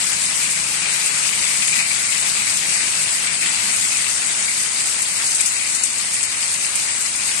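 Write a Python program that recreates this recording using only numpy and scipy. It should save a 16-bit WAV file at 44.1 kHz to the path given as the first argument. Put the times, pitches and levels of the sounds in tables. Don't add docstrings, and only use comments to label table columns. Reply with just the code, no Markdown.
import sys
import numpy as np
from scipy import signal
from scipy.fft import rfft, irfft, next_fast_len
from scipy.io import wavfile
from scipy.ndimage import uniform_filter1d

SR = 44100
rng = np.random.default_rng(int(sys.argv[2]) if len(sys.argv) > 2 else 0)


def invert_db(level):
    return 10 ** (np.asarray(level, dtype=float) / 20)


def pcm_store(signal):
    levels = np.round(np.clip(np.atleast_2d(signal), -1, 1) * 32767)
    wavfile.write(sys.argv[1], SR, levels.astype(np.int16).T)


N = 326340

LAG = 27
TURN_S, TURN_TAKES_S = 4.3, 0.5


def evened(x):
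    return x / np.sqrt(np.mean(x ** 2) + 1e-20)


def drift(shape, size):
    return evened(uniform_filter1d(rng.standard_normal(shape), size=size))


def read(points, hz):
    f, value = np.transpose(points)
    return np.interp(np.log(hz + 1), np.log(f + 1), value)


def add(mix, s, sound):
    part = mix[:, round(s * SR):][:, :sound.shape[1]]
    part += sound[:, :part.shape[1]]


def above(hz, corner_hz):
    return 1 / (1 + (corner_hz / (hz + 1)) ** 6)


def sides(lean_db):
    return invert_db(np.multiply.outer([0.5, -0.5], lean_db))


# pitch_hz, share_0_to_1
FROM_LEFT = [(300, 0.5), (700, 0.23), (1500, 0), (2000, 0), (2600, 0), (3300, 0), (9000, 0)]


def wash(patchy_db=1.41, gusty_db=-0.24):
    frames, hz = N // 256 + 5, np.fft.rfftfreq(1024, 1 / SR)
    a, b, c, d, p, q = rng.standard_normal((frames, 513, 6)).T
    patches = uniform_filter1d(np.array([p, q]), size=14, axis=1)
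    patches = evened(uniform_filter1d(patches, size=10, axis=2))
    gusts = drift((2, frames), 9)
    left, other = a + 1j * b, c + 1j * d
    around = 1 - 1 / (1 + (330 / (hz + 1)) ** 5) - 0.006
    late = np.exp(-2j * np.pi * hz * LAG / SR)
    same = around + read(FROM_LEFT, hz) * late * above(hz, 350)
    same = (same / np.maximum(abs(same), 1))[:, None]
    right = same * left + np.sqrt(np.maximum(1 - abs(same) ** 2, 0)) * other
    unrest_db = above(hz, 650)[:, None] * (patchy_db * patches + gusty_db * gusts[:, None])
    z = np.array([left, right]) * invert_db(unrest_db)
    return evened(signal.istft(z, nperseg=1024, noverlap=768)[1][:, :N])


def patter(per_s=1500, spread_db=3.0):
    size = invert_db(spread_db * np.minimum(rng.exponential(1, N), 5))
    size = size * (rng.random(N) < per_s / SR)
    kind, t, out = rng.integers(0, 24, N), np.arange(600) / SR, np.zeros((2, N))
    for k, hz in enumerate(np.geomspace(2700, 11000, 24)):
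        tick = np.sin(2 * np.pi * hz * t) * np.exp(-t * hz / 3.9)
        train = signal.oaconvolve(size * (kind == k), tick * np.sqrt(hz / 4000))[:N]
        out[k % 2] += train
        out[1 - k % 2] += 0.21 * np.roll(train, LAG)
    return evened(signal.lfilter(*signal.butter(2, 1200, "high", fs=SR), out))


# start_s, strength_db, hail_over_rain_db
SHOWER = [(0.0, -22.5, -7.5), (0.35, -22, -8), (0.62, -23, -8.5), (0.99, -23, -5.5), (1.67, -21.5, -9),
          (1.79, -22, -6), (1.85, -23, -7), (2.35, -22.5, -7), (3.09, -22.5, -7), (3.4, -24, -6),
          (3.44, -21.5, -6), (3.58, -22, -8), (4.31, -23.5, -7.5), (5.32, -22.5, -9), (6.28, -23.5, -8.5),
          (7.13, -24, -8.5), (7.38, -23, -8.5), (7.4, -22, -6)]
FIZZ_FOLLOWS, PATTER_FOLLOWS, RUMBLE_FOLLOWS = 1.36, 1.6, 0.77
FLURRY_DB, FLURRY_S = 1, 0.043
HUM_HZ, HUM_WIDTH_HZ, HUM_SHADE_DB = 183, 40, -5
RUMBLE_SHADE_DB, LEAN_SHADE_DB = -1, -0.7


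def shower_db(t, hz):
    s, strength, hail = np.transpose(SHOWER)
    strength = np.interp(t, s, strength - strength.mean())
    hail = np.interp(t, s, hail - hail.mean())
    turned = np.tanh((t - TURN_S) / TURN_TAKES_S) / 2
    flurry = FLURRY_DB * drift((2, len(t)), max(round(FLURRY_S * SR / 512), 1))
    fizz = FIZZ_FOLLOWS * strength + flurry[0]
    grains = PATTER_FOLLOWS * strength + flurry[1] + hail
    rumble = RUMBLE_FOLLOWS * strength + RUMBLE_SHADE_DB * turned
    high, mid, low = (above(hz, corner_hz)[:, None] for corner_hz in (4200, 1300, 270))
    level_db = high * fizz + (mid - high) * grains + 0.52 * (low - mid) * grains + (1 - low) * rumble
    hum = np.exp(-((hz - HUM_HZ) / HUM_WIDTH_HZ) ** 2)
    level_db = level_db + HUM_SHADE_DB * np.outer(hum, turned)
    return level_db + np.multiply.outer([0.5, -0.5], mid * LEAN_SHADE_DB * turned)


def steady_shower():
    rain = wash() + invert_db(-10) * patter()
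    hz, t, z = signal.stft(rain, SR, nperseg=1024)
    return signal.istft(z * invert_db(shower_db(t, hz)), SR, nperseg=1024)[1][:, :N]


def spray(t60, rise_s, clumpy_db):
    t = np.arange(9000) / SR
    clumps = drift((2, 9000), 60)
    tail = invert_db(-60 * t / max(t60, 0.02)) + 1.1 * invert_db(-60 * t / 0.041)
    rise = 1 - np.exp(-t / (rise_s * np.array([[1], [5.0]])))
    return rise * tail * invert_db(clumpy_db * clumps) * rng.standard_normal((2, 9000))


# start_s, level_db (peak), pitch_hz
PINGS = [(0.854, -16.5, 2410), (1.2396, -16, 2400), (1.3275, -12, 2400), (1.4497, -25, 2310),
         (1.5394, -18, 1940), (1.6208, -9.5, 2490), (1.6791, -12.5, 2470), (1.725, -11.5, 2400),
         (1.7561, -8.5, 1990), (1.789, -8, 2420), (1.854, -16.5, 2430), (1.906, -12, 2270),
         (2.1197, -17, 2600), (2.396, -13.5, 2520), (2.47, -14, 2230), (2.7343, -19.5, 2400),
         (3.0081, -22, 2300), (3.269, -13, 2350), (3.4224, -13.5, 2460), (3.4564, -12.5, 2000),
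         (3.736, -15.5, 2500), (3.8282, -14, 2210), (3.991, -14, 1950), (4.1084, -19, 2090),
         (4.48, -11.5, 2250), (5.399, -13, 2550), (5.6111, -17, 2380), (6.1649, -15, 2160),
         (6.4068, -27, 2210), (7.0477, -17.5, 2210)]
PING_T60_S, PING_DB, PING_LEAN_DB, PING_CLATTER_DB = 0.29, 15.5, 2.5, -10.5
PING_RING_DB, PING_RING_Q = -0.5, 30


def sheet():
    out, wide = np.zeros((2, N)), signal.butter(2, [2600, 5200], "band", fs=SR)
    for s, db, hz in PINGS:
        blow = spray(PING_T60_S, 0.00065, 0.78)[0]
        rattle = signal.lfilter(*signal.iirpeak(hz, 5.0, SR), blow)
        clatter = invert_db(PING_CLATTER_DB) * signal.lfilter(*wide, blow)
        ring = invert_db(PING_RING_DB) * signal.lfilter(*signal.iirpeak(hz, PING_RING_Q, SR), blow)
        ping = rattle + clatter + ring
        both = np.array([ping, np.roll(ping, LAG)])
        add(out, s, invert_db(db + PING_DB) * sides(PING_LEAN_DB)[:, None] * both)
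    return out


# start_s, level_db (peak), left_right_db, t60_s
SPLASHES = [(0.24, -11, 4.5, 0.17), (0.4294, -9, 2, 0.22), (0.4988, -6, 1, 0.42), (1.045, -20, 5, 0.19),
            (1.477, -10, 3, 0.13), (1.6716, -5, 7, 0.31), (1.7543, -5, 7, 0.17), (2.197, -7, 5.0, 0.14),
            (2.57, -9, 8, 0.16), (3.0975, -20, 2.0, 0.17), (3.4111, -8, 2, 0.17), (3.5314, -9, 6, 0.17),
            (3.84, -9, 0, 0.17), (3.9666, -9, 11, 0.23), (4.0136, -7, -1, 0.15), (4.1593, -24, -2, 0.14),
            (4.4883, -7, -4, 0.13), (5.0195, -4.5, 7.0, 0.17), (5.2609, -5, 5, 0.08),
            (5.3468, -1.5, 3, 0.22), (5.405, 0, 6.5, 0.11), (5.457, -1.5, 10, 0.22),
            (5.7464, -10, 16, 0.44), (5.8341, -2.5, 9.5, 0.27), (5.9806, -13, 14, 0.15),
            (6.133, -5, -6, 0.15), (6.2277, -10, 21, 0.16), (6.7531, -2.5, -7, 0.12),
            (7.0063, -6.5, 5.0, 0.13), (7.1561, -7, 3.5, 0.17)]
SPLASH_DB, SPLASH_LEAN_DB = 7.5, -6


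def splashes():
    out, bright = np.zeros((2, N)), signal.butter(4, 5800, "high", fs=SR)
    for s, db, lean_db, t60 in SPLASHES:
        burst = signal.lfilter(*bright, spray(t60, 0.0014, 2.2))
        add(out, s, invert_db(db + SPLASH_DB) * sides(lean_db + SPLASH_LEAN_DB)[:, None] * burst)
    return out


def scene():
    return steady_shower() + splashes() + sheet()


# pitch_hz, level_db (per Hz)
BASS = [(20, -79), (45, -78), (90, -70.5), (150, -69), (192, -67), (240, -70.5)]
# pitch_hz, level_db (per Hz)
LEFT_PORT = [(400, -72), (900, -66), (1750, -61), (2000, -56), (2400, -55), (3300, -64.5), (4600, -59),
             (5600, -61), (7100, -56.5), (7800, -51.5), (9000, -56), (10500, -67.5), (11500, -71),
             (12800, -75.5)]
RIGHT_PORT = [(400, -74.5), (900, -67), (1600, -69), (2100, -70), (3300, -68), (4600, -67.5), (5800, -68.5),
              (7500, -62.5), (8900, -55), (9700, -61), (10500, -66.5), (11500, -71), (12800, -76)]


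def through_ports(dry):
    size = next_fast_len(N + 4096)
    hz = np.fft.rfftfreq(size, 1 / SR)
    colour = invert_db([read([*BASS, *port], hz) for port in (LEFT_PORT, RIGHT_PORT)])
    colour = colour * np.sqrt(SR / 2) * (hz < 12950)
    return irfft(rfft(dry, size) * colour, size)[:, :N]


DUCK_ABOVE_DB, DUCK_SHARE, RECOVER_DB_PER_S = -18.5, 0.25, 21


def duck(x):
    power = uniform_filter1d((x ** 2).mean(0), size=500, origin=249)
    power_db = 10 * np.log10(abs(power) + 1e-12)
    fall = np.arange(N) * RECOVER_DB_PER_S / SR
    held_db = np.maximum.accumulate(power_db + fall) - fall
    over_db = np.maximum(held_db - DUCK_ABOVE_DB, 0)
    return x / invert_db(DUCK_SHARE * uniform_filter1d(over_db, size=600, origin=299))


def overload(x, knee=0.55, ceiling=0.9):
    over, room = np.maximum(abs(x) - knee, 0), ceiling - knee
    return x - np.sign(x) * (over - room * np.tanh(over / room))


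# pitch_hz, level_db
GATE = [(300, -18), (1700, -9.5), (2600, -7), (3300, 2), (4000, -3.5), (5800, -2), (7500, -9.5),
        (9000, -7.5), (10200, 0), (11200, 3), (12000, 4.5), (12900, 5)]


def starve(x, top_hz=12300, sway_hz=850, band_db=2.5, own=0.85):
    lead, window = 797, np.sqrt(signal.windows.hann(2048, sym=False))
    hz, t, z = signal.stft(np.pad(x, ((0, 0), (lead, 0))), SR, window, 2048)
    paired = uniform_filter1d(rng.standard_normal(len(t)), size=3) > 0

    def swap(v):
        return np.where(paired, np.array([v[0] + v[1], v[0] - v[1]]) / np.sqrt(2), v)

    z = swap(z)
    near = uniform_filter1d(uniform_filter1d(abs(z) ** 2, size=25, axis=1), size=5, axis=2)
    usual_db = 10 * (own * np.log10(near + 1e-20) + (1 - own) * np.log10(near.mean(0) + 1e-20))
    frames = drift(len(t), 2)
    bands = drift((2, 65, len(t)), 3).repeat(16, axis=1)[:, :len(hz)]
    blocks = drift((65, len(t)), 3).repeat(16, axis=0)[:len(hz)]
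    kept = hz[:, None] // 345 * 345 < top_hz + sway_hz * (frames + 0.5 * blocks)
    waver_db = band_db * bands + 0.7 * np.tanh(t - TURN_S)
    step = 2 * invert_db(usual_db + read(GATE, hz)[:, None] + waver_db)
    z = kept * z / (abs(z) + 1e-20) * step * np.round(abs(z) / step)
    return signal.istft(swap(z), SR, window, 2048)[1][:, lead:lead + N]


def band_limit(x):
    return signal.sosfilt(signal.butter(12, 13910, fs=SR, output="sos"), x)


def record(dry):
    mix = starve(overload(duck(through_ports(dry))))
    return band_limit(mix)


dry = scene()
out = record(dry)
pcm_store(out)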